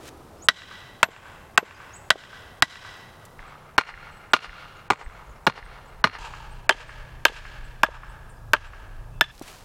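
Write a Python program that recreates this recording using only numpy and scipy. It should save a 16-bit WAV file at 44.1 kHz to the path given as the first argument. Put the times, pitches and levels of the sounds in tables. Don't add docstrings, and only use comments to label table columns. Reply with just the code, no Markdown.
import sys
import numpy as np
from scipy import signal
from scipy.fft import rfft, irfft
from scipy.io import wavfile
from scipy.ndimage import uniform_filter1d

SR = 44100
rng = np.random.default_rng(int(sys.argv[2]) if len(sys.argv) > 2 else 0)


def wrap_up_sound(samples):
    columns = np.atleast_2d(samples).T
    tamed = np.clip(columns, -1, 1)
    steps = np.round(tamed * 32767).astype(np.int16)
    wavfile.write(sys.argv[1], SR, steps)


def gain_from_db(level_db):
    decades = np.asarray(level_db, float) / 20
    return 10 ** decades


N = 425124


def rms_one(x):
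    return x / np.sqrt(np.mean(x ** 2) + 1e-20)


def cut(x, hz, kind, order=2):
    return signal.sosfilt(signal.butter(order, hz, kind, fs=SR, output="sos"), x)


def resonate(x, hz, width_hz):
    r = np.exp(-np.pi * width_hz / SR)
    feedback = [1, -2 * r * np.cos(2 * np.pi * hz / SR), r * r]
    return signal.lfilter(np.array([1, 0, -1]) * (1 - r * r) / 2, feedback, x + 1e-18)


def soften(x, hz):
    r = np.exp(-2 * np.pi * hz / SR)
    return signal.lfilter([(1 - r) ** 2], [1, -2 * r, r * r], x)


def sing(hz):
    return np.sin(2 * np.pi * np.cumsum(hz) / SR)


def add(out, sound, s):
    i = round(s * SR)
    out[i:i + len(sound)] += sound[:len(out) - i]


def in_time(rows):
    s, *columns = np.transpose(rows)
    t = np.arange(N) / SR
    return [np.interp(t, s, c) for c in columns], (t >= s[0]) & (t <= s[-1])


def drift(rate):
    sos = signal.butter(2, rate, fs=SR / 32, output="sos")
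    slow = signal.sosfilt(sos, rng.standard_normal(N // 32 + 2002))[2000:]
    return np.interp(np.arange(N) / 32, np.arange(len(slow)), rms_one(slow))


def tent(t, at, db, swell_db, fade_db):
    return gain_from_db(db - swell_db * (at - t).clip(0) - fade_db * (t - at).clip(0)) ** 2


def causal(power):
    ceps = irfft(np.log(power + 1e-12 * power.max()) / 2)
    ceps[1:len(ceps) // 2] *= 2
    ceps[len(ceps) // 2 + 1:] = 0
    return irfft(np.exp(rfft(ceps)))


def linger(x, t60):
    t = np.arange(SR // 2) / SR
    tail = rng.standard_normal(len(t)) * gain_from_db(-60 * t / t60)
    return signal.oaconvolve(x, tail / np.sqrt(np.sum(tail ** 2)))[:N]


SCENES_S = [0, 3.387, 6.186, 9.314, 10]
# frequency in Hz, level in dB per Hz.
LEAVES = [(35, -30), (60, 1.5), (113, 0), (274, -11), (346, -7.5), (903, -8), (1040, -20), (1110, -8.5),
          (1470, -33.5), (2140, -31), (2300, -28.5), (3850, -29), (16000, -32.5)]
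LEAVES_DB = [-49, -51.5, -51.5, -50.5]


def leaves():
    edges = 60 * 2 ** np.arange(0, 8.6, .5).clip(max=8.05)
    white = rng.standard_normal((2, N))
    hz, db = np.transpose(LEAVES)
    out = 0
    for k, (low, high) in enumerate(zip(edges, edges[1:])):
        gain_db = np.interp(np.log(low * high) / 2, np.log(hz), db)
        out = out + gain_from_db(gain_db) * cut(white[k % 2], [low, high], "band")
    out = cut(out, 15000, "low", order=1)
    place = np.searchsorted(SCENES_S, np.arange(1, N + 1) / SR) - 1
    return rms_one(out) * gain_from_db(np.array(LEAVES_DB)[place])


# time in seconds, level in dB.
BREEZE = [(0, -57), (.3, -62), (1.5, -57.5), (3.3, -60.5), (4.9, -58), (6.3, -43.5), (7.5, -43.5),
          (9.2, -42), (9.64, -48)]
# start in seconds, peak level in dB.
GUSTS = [(3.394, -41.5), (3.93, -39.5), (4.485, -42), (5.057, -34), (5.283, -42), (5.621, -34.5),
         (5.985, -43), (6.192, -31.5), (6.572, -45), (6.956, -36.5), (7.381, -34.5), (7.616, -32),
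         (7.911, -35), (8.229, -37), (8.644, -30), (8.962, -33)]


def wind(even_s=0.17, lumpy_db=2.0, gust_db=-3, gust_rise_s=0.016):
    (db,), _ = in_time(BREEZE)
    t = np.arange(N) / SR
    puffs = sum(tent(t, s + gust_rise_s, peak_db + gust_db, 246, 114) for s, peak_db in GUSTS)
    low = cut(rng.standard_normal(N + SR), 33, "low", order=3)
    low = cut(low, 32, "high")[SR:]
    low = low / np.sqrt(uniform_filter1d(low ** 2, size=round(even_s * SR)))
    calm_db = 5.3 * (t >= SCENES_S[3])
    return low * np.sqrt(gain_from_db(db) ** 2 + puffs) * gain_from_db(lumpy_db * drift(5.7) - calm_db)


# time in seconds, firing rate in Hz, level in dB.
ENGINE = [
    [(3.39, 36.9, -64), (4.7, 34.97, -61), (4.95, 33.26, -67), (5.22, 35.25, -67.5), (5.5, 34.04, -62.5),
     (6.18, 32.55, -61)],
    [(6.19, 30.2, -54), (8.37, 29.46, -55), (8.54, 26.46, -44), (8.62, 24.47, -52), (8.86, 24.34, -58),
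     (9.04, 28.16, -53.5), (9.14, 29.8, -47), (9.31, 32.4, -52)],
]
# multiple of the firing rate, level in dB.
ORDERS = [(1, 0), (2, -13.5), (3, -1), (4, 6.2), (5, -0.5), (6, -18)]


def engine():
    out = 0
    for rows in ENGINE:
        (hz, db), on = in_time(rows)
        turn = 2 * np.pi * np.cumsum(hz * (1 + 0.0038 * drift(2.3))) / SR
        orders = sum(gain_from_db(order_db) * np.sin(k * turn + k * k) for k, order_db in ORDERS)
        out = out + on * gain_from_db(db) * orders
    return out


# time in seconds, pitch in Hz, level in dB.
FAR_CALLS = [
    [(8.22, 1590, -72), (8.3, 1600, -62), (8.37, 1670, -61), (8.44, 1640, -62), (8.52, 1650, -64)],
    [(8.78, 1620, -72), (8.86, 1640, -65), (8.94, 1570, -62), (9.0, 1450, -68), (9.03, 1400, -74)],
]


def far_calls(blur_db=3.0, waver=.004):
    shake = 1 + waver * drift(36)
    flicker = gain_from_db(blur_db * drift(25))
    out = 0
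    for rows in FAR_CALLS:
        (hz, db), on = in_time(rows)
        out = out + on * gain_from_db(db) * sing(hz * shake)
    return out * flicker


# time in seconds, pitch in Hz, level in dB.
WHISTLE = [(-.045, 5100, -26.5), (-.02, 5400, -19.5), (-.006, 6200, -17), (.001, 6700, 0),
           (.011, 6850, -3.5), (.017, 7700, -5), (.024, 8200, -2), (.032, 7730, 1.5), (.042, 7500, -25.5)]
# time in seconds, level in dB.
WHISTLES = [
    (.424, -41),
    (1.937, -42.5),
]
# length in seconds, end pitch over start pitch.
NOTES = [
    (.035, .98),
    (.035, .89),
    (.017, 1.22),
    (.017, .78),
    (.09, .98),
]
# start in seconds, start pitch in Hz, level in dB.
CHIRPS = [
    [(.77, 8100, -65), (1.74, 4900, -56), (1.732, 6450, -59), (1.732, 8200, -68), (2.555, 8500, -70),
     (4.156, 8050, -60), (5.03, 8130, -54), (5.638, 8700, -57), (5.865, 8000, -64), (6.5, 8300, -59),
     (8.3, 8800, -62)],
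    [(3.465, 8300, -60), (4.105, 8300, -61), (4.305, 8350, -53), (6.865, 8700, -57), (7.635, 8300, -58),
     (8.082, 8350, -59), (8.655, 8240, -57)],
    [(4.138, 7300, -62), (6.52, 8000, -60), (6.89, 8200, -61), (7.655, 7950, -63), (8.105, 7950, -60)],
    [(4.763, 7700, -58), (5.263, 7300, -62), (5.291, 8000, -59), (5.306, 7300, -61), (5.352, 6300, -62),
     (5.444, 8400, -56), (5.853, 7840, -60), (8.29, 10200, -55), (8.295, 8600, -55), (8.363, 5600, -62)],
    [(9.108, 2670, -59.5), (9.13, 3500, -69)],
]


def birds(echo_db=-6, t60=.7, far_echo_db=-5, far_t60=.25, warble=.018):
    near, far = np.zeros((2, N))
    s, hz, db = np.transpose(WHISTLE)
    t = np.arange(s[0], s[-1], 1 / SR)
    for at, level_db in WHISTLES:
        add(near, gain_from_db(level_db + np.interp(t, s, db)) * sing(np.interp(t, s, hz)), at + s[0])
    shake = 1 + warble * drift(200)
    for (length, bend), rows in zip(NOTES, CHIRPS):
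        n = round(length * SR)
        for at, from_hz, level_db in rows:
            glide = from_hz * np.linspace(1, bend, n) * shake[round(at * SR):][:n]
            add(far, gain_from_db(level_db) * np.hanning(n) * sing(glide), at)
    return near + gain_from_db(echo_db) * linger(near, t60) + far + gain_from_db(far_echo_db) * linger(far, far_t60)


# time in seconds, level in dB.
DRONE = [(0, -45.5), (.2, -51), (.36, -51.5), (.45, -51)]


def drone():
    (db,), on = in_time(DRONE)
    return on * gain_from_db(db) * rms_one(resonate(rng.standard_normal(N), 337, 230))


# time in seconds, level in dB.
GRASS = [
    [(0, -62), (.06, -48), (.09, -41.5), (.11, -91), (.2, -72)],
    [(9.314, -51), (9.41, -54.5), (9.43, -44), (9.45, -50.5), (9.48, -43.5), (9.52, -47.5), (9.58, -51),
     (9.64, -55)],
]
# start in seconds, peak in dB, pitch in Hz, width in Hz, length in seconds.
SNAPS = [(.037, -44, 5000, 6000, .002), (.077, -35, 4000, 6000, .005), (.174, -50, 8000, 8000, .004),
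         (2.968, -47, 11000, 9000, .004), (3.008, -52, 12000, 8000, .002), (3.252, -38, 6000, 9000, .006),
         (9.352, -37, 5000, 4000, .0005), (9.379, -35, 2500, 5000, .002), (9.395, -28, 7000, 8000, .0005),
         (9.422, -33, 5000, 11000, .005), (9.52, -48, 12000, 6000, .003), (9.585, -47, 8000, 4000, .001)]


def grass(per_s=6000, size_db=2.5):
    size = gain_from_db(size_db * rng.exponential(1, N))
    clicks = (rng.random(N) < per_s / SR) * size * rng.choice([-1, 1], N)
    brush = rms_one(cut(cut(clicks, 710, "high", order=1), 3000, "low", order=1))
    out = np.zeros(N)
    for rows in GRASS:
        (db,), on = in_time(rows)
        out += on * gain_from_db(db) * brush
    t = np.arange(2000) / SR
    for s, db, hz, width_hz, length in SNAPS:
        snap = resonate(rng.standard_normal(len(t)) * np.exp(-t / length), hz, width_hz)
        add(out, gain_from_db(db) * snap / np.abs(snap).max(), s)
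    return out


# start in seconds, peak
# in dB, pitch in Hz.
THUMPS = [(0.539, -59.5, 694), (1.086, -30, 364), (1.628, -25.5, 363), (2.156, -25.5, 666),
          (2.679, -54, 318), (6.747, -35, 450), (7.295, -29, 450), (7.32, -34.5, 445), (7.886, -28, 566),
          (9.413, -28, 252)]


def thumps(push_s=0.004, width_hz=480, lift_db=4.5):
    out = np.zeros(N)
    t = np.arange(3000) / SR
    for s, db, hz in THUMPS:
        push = rng.standard_normal(len(t)) * np.exp(-t / push_s)
        thud = cut(resonate(push, hz, width_hz), 760, "low")
        add(out, gain_from_db(db + lift_db) * thud / np.abs(thud).max(), s)
    return out


# start in seconds, peak in dB, pitch in Hz, t60 in seconds.
JOLTS = [(1.578, -34, 95, .08), (4.903, -42, 110, .08), (5.467, -30, 102, .13), (6.043, -24, 93.8, 0.17),
         (8.537, -40, 150, .1), (9.213, -38, 190, 0.055)]


def jolts(rise_s=.004):
    out = np.zeros(N)
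    t = np.arange(SR // 5) / SR
    for s, db, hz, t60 in JOLTS:
        swing = (1 - np.exp(-t / rise_s)) * np.sin(2 * np.pi * hz * t)
        add(out, gain_from_db(db - 60 * t / t60) * swing, s)
    return out


# delay in seconds, level in dB, swell and fade in dB per second.
STANDS = [
    [(.01, -25, 0, 900), (.09, -40, 200, 70), (.25, -44, 120, 60), (.33, -42, 30, 17)],
    [(.01, -18, 0, 600), (.113, -33, 200, 380), (.22, -40, 100, 10)],
    [(.01, -24, 0, 400), (.115, -33, 260, 280), (.23, -40, 50, 14)],
]
# upper end of the band in Hz, loss in dB per second.
AIR_LOSS = [(700, 20), (2500, 18), (5000, 29.5), (9000, 41), (16000, 63.5)]
DAMPNESS = [1.0, 1.08, 0.97]
# delay in seconds, level in dB, roughness of the face in
# seconds, lowest frequency returned in Hz.
SLAPS = [
    [(.022, -44.5, 0.00054, 500), (.133, -33.5, 0.003, 900), (.226, -34.5, 0.0066, 900),
     (.245, -74, 0.0023, 900), (.326, -44, 0.0036, 900)],
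    [(.0315, -20, .0012, 700), (.057, -31, .0007, 1500), (.111, -30, .003, 400), (.16, -32, .002, 1500),
     (.196, -32, .0012, 1300), (.32, -40.5, .004, 800)],
    [(.031, -22.5, 0.004, 900), (.112, -34, 0.0033, 700), (.16, -57, .002, 900), (.2, -32.5, 0.0037, 700),
     (.31, -48, 0.0072, 900), (.39, -39, 0.006, 700)],
]


def trees(spot, grain_db=1.5, wash_db=-24, horizon_s=1, beyond_db_per_s=53):
    t = np.arange(round(1.2 * SR)) / SR
    grains = rng.standard_normal(len(t)) * gain_from_db(grain_db * drift(77)[:len(t)])
    wash, below = 0, 0
    for k, (hz, fade_db) in enumerate(AIR_LOSS):
        low = cut(grains, hz, "low")
        damp = DAMPNESS[spot] if k else 1
        wash = wash + (low - below) * gain_from_db(-fade_db * damp * t)
        below = low
    power = sum(tent(t, *stand) for stand in STANDS[spot])
    fade = gain_from_db(wash_db - beyond_db_per_s * (t - horizon_s).clip(0))
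    wash = wash * np.sqrt(power) * fade * (t > .004)
    slaps = np.zeros(len(t))
    for delay, db, rough_s, low_hz in SLAPS[spot]:
        face = rng.standard_normal(400) * np.exp(-np.arange(400) / SR / rough_s)
        face = face / np.sqrt(np.sum(face ** 2))
        add(slaps, gain_from_db(db) * cut(face, [low_hz, 4800 / (1 + 6.6 * delay)], "band"), delay)
    return cut([wash, slaps], [340, 9500], "band")


FALL_S = [0.0016, 0.0015, 0.0022]


def contact(chatter, hz, spot, rise_s, touch_s, touch_db, rattle):
    t = np.arange(len(chatter)) / SR
    fall = np.exp(-t / FALL_S[spot] * (hz / 1500) ** 0.55)
    push = chatter * (1 - np.exp(-t / rise_s)) * fall
    add(push, gain_from_db(touch_db) * push * chatter[::-1], touch_s)
    rattle_s, rattle_db, length = rattle
    dull_db = 6 * max(np.log2(hz / 2000), 0)
    rattling = np.roll(chatter, shift=999) * np.exp(-t / length * (hz / 1500))
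    add(push, gain_from_db(rattle_db - dull_db) * rattling, rattle_s)
    return push


# pitch in Hz, width in Hz, level in dB.
POLES = [
    [(188, 130, -23.5), (413, 110, -27), (659, 91, -8.5), (1065, 263, 1.5), (1542, 170, 7),
     (1955.4, 620, 1), (2680, 98, -2.5), (3170, 520, -1.5), (4660, 4300, -19), (5100, 670, -13),
     (6370, 240, -17), (7500, 730, -15), (11900, 17, -35), (14100, 4000, -41)],
    [(127, 89, -12.5), (258, 78, -6.5), (425, 146, -3), (579, 290, -1.5), (1053, 620, 3.5), (1233, 57, 4),
     (1723, 350, 1), (2135, 390, -2.5), (2280, 750, -12.5), (3340, 1870, -21), (5500, 260, -38),
     (8300, 710, -46.5), (12900, 1500, -52)],
    [(361, 310, -17), (627, 66, -8.5), (909, 95, 0), (1243, 240, 2), (1644, 152, 8), (2220, 290, -8),
     (2680, 700, -7.5), (3140, 41, -14.5), (4250, 510, -23), (4870, 230, -28), (6450, 2600, -31.5),
     (8500, 460, -44), (12400, 1800, -39)],
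]
NAIL_HZ = [1955, 1408, 1745]
# width in Hz, levels of multiples 1, 2 and 3 in dB.
NAILS = [(60, -2, -9, -26), (75, -3, -12, -19), (60, 0, -11, -19)]
# low thud, nail ring and 3-6 kHz crack in dB below the peak.
USUAL_DB = [(-26.5, -25, -17), (-18.5, -11.5, -17.5), (-26.5, -11.5, -17.5)]
TOP_DB = [0, 24, 16.5]


def knock(spot, peak_db, colour_db, landing, touch, rattle, tint_db, blur=1.15, nail_blur=.8,
          nail_out_db=5, steep=1.15, scatter_db=1.5, even=0.59, sheen_db_per_khz=0.5):
    bins = np.fft.rfftfreq(SR // 9, 1 / SR)
    chatter = np.sign(rng.standard_normal(SR // 9))
    low_db, nail_db, crack_db = np.subtract(colour_db, USUAL_DB[spot])
    rise_s, deep_db, body_db, bite_db, air_db = landing
    touch_s, touch_db, snap_db, trees_db = touch
    top_db = TOP_DB[spot] + 0.042 * crack_db
    tilt_hz = [250, 600, 1100, 1600, 2300, 3500, 5000, 9000, 12000]
    tilt_db = [low_db + deep_db, low_db, body_db, 0, bite_db, crack_db,
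               .7 * crack_db + .3 * top_db + snap_db, top_db + air_db / 2, top_db + air_db]

    def tilt(hz):
        return np.interp(np.log(hz), np.log(tilt_hz), tilt_db)

    # Hz, width toward the trees, width at the microphone, dB, extra dB toward the trees
    modes = [(hz, width_hz * blur, width_hz, db + tilt(hz), 0) for hz, width_hz, db in POLES[spot]]
    nail_width_hz, *series_db = NAILS[spot]
    for k, db in enumerate(series_db, 1):
        hz = k * NAIL_HZ[spot]
        width_hz = nail_width_hz * k ** .5
        modes.append((hz, nail_blur * width_hz, width_hz, db + nail_db + .5 * tilt(hz), nail_out_db))

    blow = spread = likely = 0
    for k, (hz, wide_hz, width_hz, db, out_db) in enumerate(sorted(modes)):
        push = contact(chatter, hz, spot, rise_s, touch_s, touch_db, rattle)
        share = (-1) ** k * gain_from_db(db + scatter_db * rng.standard_normal())
        ring = soften(resonate(push, hz, width_hz), 2.95 * hz)
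        blow = blow + share * ring / np.abs(rfft(ring)).max()
        peak = 1 + (2 * (bins - hz) / max(width_hz, 200)) ** 2
        likely = likely + share ** 2 / peak / (1 + (bins / hz / 2.25) ** 2) ** 2
        outward = share * gain_from_db(out_db) / (1 + (bins / hz / 7.2) ** 2)
        skirt = (bins ** 2 - hz ** 2) / (bins + 1) / wide_hz
        spread = spread + outward ** 2 / (1 + skirt ** 2) ** steep

    likely = likely * gain_from_db(-sheen_db_per_khz * bins / 1000)
    wanted, actual = uniform_filter1d([likely, np.abs(rfft(blow)) ** 2], size=35)
    sub, hollow, woody, hard, thin = tint_db
    tint_hz = [170, 320, 470, 650, 850, 1200, 1500, 1900, 2600, 5500, 7500, 10000]
    tint_levels = [sub, 0, hollow, 0, woody, 0, 0, hard, 0, 0, thin, 0]
    tint = gain_from_db(np.interp(np.log(bins + 1), np.log(tint_hz), tint_levels)) ** 2
    blow = irfft(rfft(blow) * rfft(causal(tint * (wanted / actual) ** even)))
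    blow = gain_from_db(peak_db) * blow / np.abs(blow).max()
    return blow, rms_one(causal(tint * spread)) * np.std(blow) * gain_from_db(trees_db)


# start in seconds, peak in dB, then the low thud, the nail's ring and the
# 3-6 kHz crack in dB relative to the peak.
BLOWS = [
    [(0.485, 4, -26.5, -14, -14), (1.029, 2, -21.5, -34, -20), (1.575, 2.5, -25, -27, -25),
     (2.103, 2, -18.5, -19, -10), (2.622, 4, -21.5, -15.5, -8.5)],
    [(3.779, 2.5, -27, -3.5, -11), (4.333, -0.5, -26.5, -5, -2.5), (4.9012, -3, -16, -8, -12),
     (5.4658, -1.5, -15.5, -7, -0.5), (6.04, 1, -24, -5.5, -6)],
    [(6.692, 0.5, -16.5, -13.5, 0), (7.251, 1.5, -19, -11.5, -2), (7.832, 0.5, -20, -10, -16),
     (8.533, 0, -23, -22, -9), (9.209, 3, -25, -1.5, -10)],
]
UNSEEN = [
    (3.231, -3.5, -15, -12, -2.5),
    (6.136, 1.5, -19, -23, -1.5),
]
# rise of the push in seconds, then the lift of the
# pole near 250, 1100, 2300 and 12000 Hz in dB.
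LANDINGS = [
    [(.0003, -0.5, -2, -8.5, -16.5), (.0003, -1, 1, 6, 14.5), (.0003, 4.5, -2, 6, 10),
     (.0003, -8, 0, -9, -2), (.0003, 7, 0.5, -2, 1.5)],
    [(0.00047, 0.43, -3, 4.5, -5), (0.0012, 1.4, -1, 4.5, -8), (0.0013, -0.53, 7, 6, -3),
     (0.00071, -0.79, 4, 4, 0), (0.00084, 0.033, 0, 1.5, -9), (.001, 0, 10.5, 7.5, 0)],
    [(0.0008, -15, 4, 5, -4.5), (0.0013, -5, -3.5, 4, 6.5), (0.00034, -6, 7, 3, 0.5),
     (0.00027, 5.5, -1, 1.5, 0), (0.00037, 0, -6.5, -1, 1.5), (0.0009, 5.5, 3, 2.5, 1.5)],
]
# delay in seconds, level in dB, lift of the pole near
# 5000 Hz in dB, lift of what reaches the trees in dB.
TOUCHES = [
    [(0.0028, -7.5, 4, 0), (0.0022, -7, -1, -3), (.0028, 2.5, 5.5, -2.5), (0.0022, -4, 1.5, -0.5),
     (.0022, -9, 7, 2.5)],
    [(.004, -6, 12.5, 0.5), (.0035, -5, -4.5, 1), (.004, 1, 13, -0.5), (.004, -1, 0, 0),
     (.004, -11, 13, 1.5), (.004, -1, -2.5, 1.5)],
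    [(.0028, -10.5, 3.5, -0.5), (.01, -28.5, 2.5, -0.5), (.01, -17, 2, -2.5), (.003, -11, -2, -4),
     (.003, -12.5, -6, -2), (.01, -15, 4.5, 0)],
]
# delay in seconds, level in dB, length in seconds.
RATTLES = [
    [(.009, -24, 0.0047), (.009, -23.5, 0.005), (.009, -26, 0.0072), (.009, -20.5, .005),
     (.009, -37.5, .004)],
    [(.01, -49, 0.0024), (.01, -31, .004), (0.019, -18.5, 0.0013), (.0105, -11, 0.0013),
     (0.0097, -19.5, 0.0029), (.01, -18, 0.0045)],
    [(.015, -15, 0.002), (0.014, -24, 0.0016), (.012, -39, .004), (.012, -19.5, 0.0038),
     (0.011, -31.5, 0.0033), (0.01003, -24.5, .004)],
]
# lift near 170, 470, 850, 1900 and 7500 Hz in dB.
TINTS = [
    [(-2.5, 2, -3.5, -0.45, 0.85), (0.5, 2.5, 4.5, -1.5, 1.4), (0, 0, 4.5, -2, -0.6),
     (0.5, -1, -2.5, 0.86, 0), (0.5, -10, -0.5, -0.51, -2)],
    [(-1, 0.5, 4, 0.5, -0.5), (-2.5, 0.5, -1.5, -4.5, -3.5), (3.5, 3, 3, -0.5, 8), (6, 2, 4, 1.5, -5),
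     (4, -1, 0, 0, -6), (1, -0.5, 0, -2.5, 0)],
    [(-6, 11, 1, 2, 0), (-6, 4, 1, -0.5, 0.5), (1, 1.5, 0.5, -3.5, 2.5), (-5.5, -2.5, 3.5, -2, -4.5),
     (7, -5.5, -0.5, -3.5, 0.5), (3, 3, 5.5, -2, 3.5)],
]


def hammering(drive_db=8.5, late_s=.0007, mirror=.15):
    out = np.zeros(N)
    for spot, seen in enumerate(BLOWS):
        direct, spread = np.zeros((2, N))
        blows = list(seen) + UNSEEN[max(spot - 1, 0):spot]
        manners = zip(blows, LANDINGS[spot], TOUCHES[spot], RATTLES[spot], TINTS[spot])
        for (s, db, *colour_db), *manner in manners:
            blow, outward = knock(spot, db + drive_db, colour_db, *manner)
            add(direct, blow, s + late_s)
            add(spread, outward, s + late_s)
        start, end = round(SCENES_S[spot] * SR), round(SCENES_S[spot + 1] * SR)
        lead = max(start - SR // 4, 0)
        facing = (1 - mirror) * spread + mirror * direct
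        sent = [spread[lead:end], facing[lead:end]]
        echoes = signal.fftconvolve(sent, trees(spot), axes=1).sum(axis=0)
        out[start:end] = direct[start:end] + echoes[start - lead:end - lead]
    return out


def scene():
    poles = hammering() + jolts() + thumps()
    air = leaves() + drone() + wind()
    life = engine() + birds() + far_calls() + grass()
    return (poles + air + life)[None]


def starve(x, keep_hz=2600, block=1024, block_start=1309):
    loud = np.flatnonzero(np.abs(x[0]) > .15)
    gate = np.zeros(N)
    for i in loud[np.diff(loud, prepend=0) > SR // 5]:
        gate[i - (i - block_start) % block:i - 70] = 1
    gate = uniform_filter1d(gate, size=64)
    return x + gate * (cut(x, keep_hz, "low", order=6) - x)


def roll_off(x):
    return signal.sosfilt(signal.butter(12, 17040, fs=SR, output="sos"), x)


def record(dry, duck_db=8.5, release_db=32, ahead_s=0.008, top=1.0):
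    t = np.arange(N) / SR
    loud = duck_db * (np.abs(dry[0]) > .8)
    held = np.maximum.accumulate(loud + release_db * t) - release_db * t
    size = round(ahead_s * SR)
    early = uniform_filter1d(np.append(held[size:], held[-size:]), size=size)
    duck = np.maximum(early, uniform_filter1d(held, size=size))
    x = dry * gain_from_db(-duck)
    x = x / (1 + (np.abs(x) / top) ** 6) ** (1 / 6)
    x = .94 * cut(starve(x), 16300, "low", order=10)
    return roll_off(x)


dry = scene()
out = record(dry)
wrap_up_sound(out)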